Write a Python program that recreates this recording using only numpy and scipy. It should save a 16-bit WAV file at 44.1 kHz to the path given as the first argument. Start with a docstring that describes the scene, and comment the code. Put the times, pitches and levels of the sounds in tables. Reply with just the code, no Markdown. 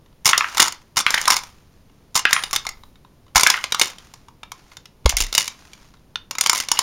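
"""Glass marbles clatter among plastic bricks and rails on a wooden board in a small room.
A toy launcher flicks them off with a snap of its lever; they bounce with hollow knocks, roll with
a grainy rattle and hit the bricks in bright bursts of clacks, now and then setting a metal rail singing.
Jolts thump through the support of a nearby camera, whose microphone overloads on the hardest hits."""
import sys
import numpy as np
from scipy import signal
from scipy.fft import rfft, irfft, next_fast_len
from scipy.io import wavfile

SR = 44100
rng = np.random.default_rng(int(sys.argv[2]) if len(sys.argv) > 2 else 0)


def pcm_store(signal):
    """Save signal as 16-bit PCM."""
    levels = np.round(np.clip(np.atleast_2d(signal), -1, 1) * 32767)
    wavfile.write(sys.argv[1], SR, levels.astype(np.int16).T)


N = 300762
SIZE = 16384  # samples in a one-shot
T = np.arange(SIZE) / SR
HZ = np.fft.rfftfreq(SIZE, 1 / SR)

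# room tone EQ: freq_hz, level_db
HUSH_EQ = [(25,-5.5),(150,-10.5),(400,-19.5),(750,-26),(1000,-26.5),(1500,-33.5),(5000,-38),(16000,-45)]
# reverb time of the room: freq_hz, t60_s
ROOM_DECAY = [(200, 0.31), (1500, 0.27), (5000, 0.22), (14000, 0.022)]
# jolts through the camera's support: start_s, level_db, pitch_hz, t60_s
CAMERA_JOLTS = [(3.356,-17,46.8,0.096),(5.055,0,58.4,0.093),(5.062,7,514,0.01),(5.064,3,1100,0.0095),(5.136,-18,37.8,0.29),(5.207,-17,31.6,0.31)]
# marbles rolling over the board: start_s, length_s, level_db
ROLL_CUES = [(.3,.33,-38),(1.08,.23,-32),(1.6,0.93,-71),(2.3,0.09,-35.5),(2.55,0.089,-53.5),(3.42,0.067,-26),(3.78,0.072,-39.5),(4,0.18,-58),(4.55,0.18,-56.5),(5.19,0.34,-48),(5.597,.25,-55.5),(6.42,0.2,-41.5),(6.76,0.096,-34)]
# EQ of their rattle: freq_hz, level_db
RATTLE_EQ = [(100, -28), (600, -7.5), (1000, 0.5), (1800, -3.5), (4000, -6), (6500, -5), (10000, -16),
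             (16000, -24)]
# marbles rolling close by: start_s, length_s, level_db
RUMBLE_CUES = [(1.05,.45,-49),(2.45,.42,-48)]
# EQ of their rumble: freq_hz, level_db
RUMBLE_EQ = [(25,2),(50,-11.5),(200,-20),(400,-41)]
# hits that set a metal rail singing: start_s, level_db
RAIL_HITS = [(1.28,-35),(2.328,-27)]
# a marble on one small part: start_s, level_db, pitch_hz, t60_s
PING_HITS = [(6.157,-20.5,3600,.015),(6.157,-27.5,1405,.014),(6.772,-25.5,2860,0.06)]
# blows on the board (a big loss is a dead stop): start_s, level_db, centre_hz, bounce_loss_db
BOARD_KNOCKS = [(.332,-7,1824,5.5),(0.597,-12,1230,40),(1.065,-7.5,1850,5),(1.276,-16,1264,40),(2.253,-5.5,1798,4.5),(3.357,-12.5,1223,40),(3.465,-6,1853,9),(5.125,-27,1140,38.5)]
# hollow tone of the board: ratio_to_centre, level_db
WOOD_EQ = [(.06,-33.5),(.36,-27),(.52,-8.5),(.72,2.5),(1.4,-1),(2.05,-10.5),(2.6,-17.5),(3.6,-28.5),(8,-39)]
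# crack of a hard hit on plastic: freq_hz, level_db
CRACK_EQ = [(60, -22.5), (300, -14.5), (620, -13.5), (1000, 1.5), (1800, -8), (3000, -7.5), (4300, -5),
            (5500, -3), (7200, -6), (9500, -13), (12000, -21.5), (16000, -29.5)]
# modes of the bricks on their board: pitch_hz, level_db
BRICK_MODES = [(1020,-5),(1320,-1.5),(2170,6),(2900,4),(3630,5.5),(5100,-1.5),(5720,-2.5),(6960,6),(9080,-0.5),(10900,-21.5)]
# launcher shots (body is the EQ near 1 kHz): start_s, level_db, body_db, bright_db
LAUNCHER_SHOTS = [(.256,-8,0.5,5),(.969,-12,4,4.5),(2.154,-11.5,2,5.5),(3.358,-6.5,0.5,3)]
# quick, fading rattles of plastic, from bricks or the launcher: start_s, level_db, fall_db_per_s, body_db
PLASTIC_RATTLES = [(.29,-15.5,331,0.5),(.58,-10.5,298.5,4.5),(.606,-10,228.5,1),(1.308,-12,203,3.5),(2.536,-19.5,404,2.5),(3.819,-18,221.5,-5),(5.096,-14.5,1003,-18.5),(5.173,-21,350.5,-22),(5.211,-16.5,388,-12),(5.327,-22,250,-6),(5.386,-16.5,239,-14.5),(6.549,-19,180,-9)]
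# hard plastic clacks from marbles or the handled launcher: start_s, level_db, body_db, bright_db
PLASTIC_CLACKS = [(.378,-9,2.5,4),(.547,-27.5,0.5,-1),(.571,-17,4,2.5),(.6,-2.5,-4,1.5),(.626,-8,-1.5,4.5),(0.681,-19,-2,5),(.723,-27,-3,4),
                  (1.002,-18.5,-4.5,-2.5),(1.105,-15.5,4.5,3),(1.143,-12.5,-1,1.5),(1.179,-18,-8.5,-7),(1.214,-20,-3,5.5),(1.255,-20,-8.5,-4.5),(1.279,-7,19.5,5.5),(1.303,-7,7,6.5),(1.366,-14.5,-2.5,4),(1.435,-33.5,-2,4.5),
                  (2.309,-22,-5.5,-4),(2.33,-7.5,-13.5,6.5),(2.437,-18.5,-13,-6.5),(2.51,-29,0.5,5),(2.53,-16.5,7.5,8),(2.561,-12,-14.5,1.5),(2.651,-31,20,0),(2.667,-20.5,3,-2),(2.69,-24.5,0,6),(2.835,-41.5,4,-9),(3.048,-46,17.5,-10),
                  (3.409,-12.5,-3,6.5),(3.433,-6,-4,5),(3.47,-8,-6,2),(3.501,-6,1.5,3),(3.64,-17.5,-3.5,-6.5),(3.722,-13.5,-6.5,-3),(3.746,-16,8,-3.5),(3.796,-12.5,2,6),(3.814,-7.5,-4,-6.5),(3.984,-37.5,-16,-2.5),
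                  (4.138,-37,6,4),(4.284,-41,13.5,-3.5),(4.432,-32,4.5,-12),(4.518,-28.5,12.5,3),(4.769,-34,-5,-1),(4.856,-39,-14,-4.5),
                  (5.059,-12,-0.5,-1.5),(5.093,-15,-14.5,8),(5.168,-12.5,-14,8.5),(5.204,-14,-12,4),(5.221,-19.5,-19,5),(5.35,-12,-14,3.5),(5.379,-6,-10,2.5),(5.478,-20.5,-6,3),(5.733,-38,-20,-5),
                  (6.31,-22,-9.5,1),(6.352,-28.5,2,-1.5),(6.384,-17.5,1.5,-0.5),(6.41,-9,-3,6),(6.438,-22,-2,1),(6.461,-11.5,5,-1),(6.47,-18,-12,3),(6.496,-5,3,4.5),(6.531,-13.5,4,2.5),(6.577,-19.5,-12,13),(6.601,-17,-7,0.5),(6.686,-21,3,3.5),(6.716,-8.5,-1,4.5),(6.79,-7.5,-3,1)]


def amp(db):
    """Decibels to gain."""
    return 10 ** (np.asarray(db) / 20)


def fade(t, t60):
    """Exponential decay that loses 60 dB in t60 seconds."""
    return np.exp(-np.log(1000) * t / np.maximum(t60, 1e-3))


def unit(x):
    """Scale to rms 1."""
    return x / np.sqrt(np.mean(x ** 2) + 1e-20)


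def unit_attack(x):
    """Scale a hit so that its first 6 ms have rms 1."""
    return x / np.sqrt(np.mean(x[:round(.006 * SR)] ** 2) + 1e-20)


def along(points, hz):
    """Read a curve of breakpoints on a log frequency axis."""
    freqs, values = np.transpose(points)
    return np.interp(np.log(hz + 1e-6), np.log(freqs), values)


def track_eq(x, gain):
    """EQ a whole track; gain is a function of frequency."""
    size = next_fast_len(N + SIZE)
    return irfft(rfft(x, size) * gain(np.fft.rfftfreq(size, 1 / SR)), size)[:N]


def hit_eq(x, curve_db):
    """Minimum-phase EQ for a one-shot, so nothing sounds before the contact."""
    cepstrum = irfft(np.log(amp(curve_db)))
    cepstrum[1:SIZE // 2] *= 2
    cepstrum[SIZE // 2 + 1:] = 0
    return irfft(rfft(x) * np.exp(rfft(cepstrum)))


def add(track, start_s, sound):
    """Mix a sound into the track at its cue."""
    start = max(round(start_s * SR), 0)
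    part = track[start:start + len(sound)]
    part += sound[:len(part)]


def room_tone(level_db):
    """A quiet bed of room rumble and microphone hiss."""
    return amp(level_db) * unit(track_eq(rng.standard_normal(N), lambda hz: amp(along(HUSH_EQ, hz))))


def in_room(hit, tail_db, wall_db, wall_s):
    """The dry hit, a scattered slap off the nearest wall and a diffuse tail that darkens."""
    hz, t, spectrum = signal.stft(rng.standard_normal(SIZE), SR, nperseg=256)
    tail = signal.istft(spectrum * fade(t, along(ROOM_DECAY, hz)[:, None]), SR, nperseg=256)[1][:SIZE]
    tail *= 1 - np.exp(-(T / 0.0066) ** 2)
    wall = rng.standard_normal(SIZE) * (T > wall_s) * fade(np.abs(T - wall_s), t60=0.064)
    reverb = amp(tail_db) * tail / np.linalg.norm(tail) + amp(wall_db) * wall / np.linalg.norm(wall)
    return hit + signal.fftconvolve(hit, reverb)[:SIZE]


def thump(pitch_hz, t60):
    """A quickly damped swing with a soft attack."""
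    return np.sin(2 * np.pi * pitch_hz * T) * fade(T, t60) * (1 - np.exp(-T / 0.0022))


def camera_jolts():
    """The camera rocks with a low thump; the hardest jolt also knocks its case."""
    out = np.zeros(N)
    for start_s, level_db, pitch_hz, t60 in CAMERA_JOLTS:
        add(out, start_s, amp(level_db) * thump(pitch_hz, t60))
    return out


def roll_envelope(cues, rise_db_per_s=699, fall_db_per_s=108):
    """Each roll comes in fast, holds and dies away."""
    t = np.arange(N) / SR
    gain = np.zeros(N)
    for start_s, length_s, level_db in cues:
        attack_db = rise_db_per_s * np.maximum(start_s - t, 0)
        release_db = fall_db_per_s * np.maximum(t - start_s - length_s, 0)
        gain += amp(level_db - attack_db - release_db)
    return gain


def rolling(ticks_per_s, tick_t60, rub_db):
    """Marbles ride the wood grain: tiny uneven bumps on a smooth rub, and a rumble when they come near."""
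    sizes = amp(rng.uniform(-14, 0, N))
    ticks = (rng.random(N) < ticks_per_s / SR) * sizes
    bumps = signal.fftconvolve(ticks, fade(T, tick_t60))[:N]
    contact = unit(bumps * rng.standard_normal(N)) + amp(rub_db) * rng.standard_normal(N)
    rattle = unit(track_eq(contact, lambda hz: amp(along(RATTLE_EQ, hz))))
    rumble = unit(track_eq(rng.standard_normal(N), lambda hz: amp(along(RUMBLE_EQ, hz))))
    return roll_envelope(ROLL_CUES) * rattle + roll_envelope(RUMBLE_CUES) * rumble


def metal_rail(ring_hz, half_width_hz, t60):
    """A struck metal rail sizzles on in a tight cluster of high modes."""
    envelope = np.zeros(N)
    for start_s, level_db in RAIL_HITS:
        add(envelope, start_s, amp(level_db) * fade(T, t60))
    sizzle = track_eq(rng.standard_normal(N), lambda hz: 1 / (1 + ((hz - ring_hz) / half_width_hz) ** 2))
    return envelope * unit(sizzle)


def snap(t60):
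    """The transient of a hard contact: a noise burst with a sharp attack."""
    return rng.standard_normal(SIZE) * fade(T, t60) * (1 - np.exp(-T / .0005))


def pings(crack_db):
    """A marble hits a small part: one clear, well-damped note over a broad crack."""
    out = np.zeros(N)
    for start_s, level_db, pitch_hz, t60 in PING_HITS:
        ring = unit_attack(np.sin(2 * np.pi * pitch_hz * T) * fade(T, t60) * (1 - np.exp(-T / .0003)))
        crack = unit_attack(hit_eq(snap(t60), along(WOOD_EQ, HZ / pitch_hz)))
        ping = in_room(ring + amp(crack_db) * crack, tail_db=-19, wall_db=-21, wall_s=.01)
        add(out, start_s, amp(level_db) * ping)
    return out


def board_knocks(contacts, t60, flight_s, flight_ratio, pitch_ratio):
    """Glass on wood: a short, hollow knock; each bounce comes sooner, weaker and lower."""
    out = np.zeros(N)
    for at_s, level_db, centre_hz, loss_db in BOARD_KNOCKS:
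        for k in range(contacts):
            tone_db = along(WOOD_EQ, HZ / (centre_hz * pitch_ratio ** k))
            board = unit_attack(hit_eq(rng.standard_normal(SIZE) * fade(T, t60), tone_db))
            knock = in_room(board, tail_db=-11, wall_db=-18, wall_s=0.012)
            add(out, at_s, amp(level_db - loss_db * k) * knock)
            at_s += flight_s * flight_ratio ** k
    return out


def brick_ring(decay_s, scatter_db=5.2, detune_share=.04):
    """The bricks' main modes, with a fresh balance and tuning on every hit."""
    pitch_hz, level_db = np.transpose(BRICK_MODES)[:, :, None]
    t = T[:SIZE // 4]
    strength, detune, phase = rng.standard_normal((3, len(BRICK_MODES), 1))
    t60 = decay_s * (3000 / pitch_hz) ** 0.31  # high modes die sooner
    tones = np.sin(2 * np.pi * (pitch_hz * (1 + detune_share * detune) * t + phase))
    modes = amp(level_db + scatter_db * strength) * fade(t, t60) * tones
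    return unit_attack(modes.sum(0) * (1 - np.exp(-t / 0.000057)))


def clack(body_db, bright_db, decay_s=0.031, ring_db=-3, glint_db=-11.5):
    """A hard hit on plastic: a dense crack, layered with the bricks' ring and a glassy glint on top."""
    hit = unit_attack(hit_eq(snap(0.74 * decay_s), along(CRACK_EQ, HZ)))
    add(hit, 0, amp(ring_db) * brick_ring(0.9 * decay_s))
    glint = hit_eq(snap(t60=0.01), along([(3375, -20), (6750, 0), (16000, -6)], HZ))
    hit += amp(glint_db) * unit_attack(glint)
    # the spot that is struck decides how much board and how much treble speak
    spot_db = along([(600, 0.031), (1030, body_db), (1900, 0), (3800, 0.0024), (5500, bright_db)], HZ)
    return in_room(unit_attack(hit_eq(hit, spot_db)), tail_db=-15.5, wall_db=-23, wall_s=0.019)


def stray_ticks(count, level_db, scatter_db):
    """Loose marbles touch now and then with a faint, dull tick."""
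    out = np.zeros(N)
    for when, size in zip(rng.random(count), rng.standard_normal(count)):
        add(out, when * N / SR, amp(level_db + scatter_db * size) * clack(body_db=5, bright_db=-10))
    return out


def launcher(contacts, gap_s, gap_ratio, decay_s, catch_lead_s=0.0087, catch_db=-19.5, kick_db=-8):
    """The catch clicks; the lever snaps against its stop, kicks the board and rebounds ever more slowly."""
    out = np.zeros(N)
    for at_s, level_db, body_db, bright_db in LAUNCHER_SHOTS:
        add(out, at_s - catch_lead_s, amp(level_db + catch_db) * clack(body_db, bright_db, decay_s))
        add(out, at_s, amp(level_db + kick_db) * thump(pitch_hz=120, t60=0.028))
        for k in range(contacts):
            loss_db = 0.77 * k ** 2
            add(out, at_s, amp(level_db - loss_db) * clack(body_db, bright_db, decay_s))
            at_s += gap_s * gap_ratio ** k
    return out


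def plastic_clatter(rattle_contacts, gap_s, scatter_db):
    """Marbles and the handled launcher knock on plastic: single clacks and quick, fading rattles."""
    out = np.zeros(N)
    for start_s, level_db, body_db, bright_db in PLASTIC_CLACKS:
        add(out, start_s, amp(level_db) * clack(body_db, bright_db))
    for start_s, level_db, fall_db_per_s, body_db in PLASTIC_RATTLES:
        age_s = 0
        for jitter, size in rng.standard_normal((rattle_contacts, 2)):
            gain = amp(level_db - fall_db_per_s * age_s + scatter_db * size)
            add(out, start_s + age_s, gain * clack(body_db, bright_db=2))
            age_s += gap_s * np.exp(0.38 * jitter)
    return out


def scene():
    """The mono mix at the microphone: hits up front, rolls, jolts and room tone underneath."""
    hits = launcher(contacts=4, gap_s=.008, gap_ratio=1.5, decay_s=0.054)
    hits += plastic_clatter(rattle_contacts=9, gap_s=.011, scatter_db=2)
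    hits += stray_ticks(count=24, level_db=-54, scatter_db=3.5)
    hits += board_knocks(contacts=3, t60=0.016, flight_s=.076, flight_ratio=.47, pitch_ratio=0.94)
    hits += pings(crack_db=-5)
    hits += metal_rail(ring_hz=9450, half_width_hz=420, t60=0.35)
    rolls = rolling(ticks_per_s=200, tick_t60=0.018, rub_db=-0.5)
    return (hits + rolls + camera_jolts() + room_tone(level_db=-52.5))[None]


def record(dry):
    """The camera's colour: a notch near 8 kHz, soft clipping on the hardest peaks, a steep 16 kHz cut."""
    notched = signal.lfilter(*signal.iirnotch(7930, Q=6.5, fs=SR), dry[0])
    clipped = notched / (1 + np.abs(notched) ** 6) ** (1 / 6)
    return track_eq(clipped, lambda hz: 1 / (1 + (hz / 16000) ** 90))[None]


dry = scene()
out = record(dry)
pcm_store(out)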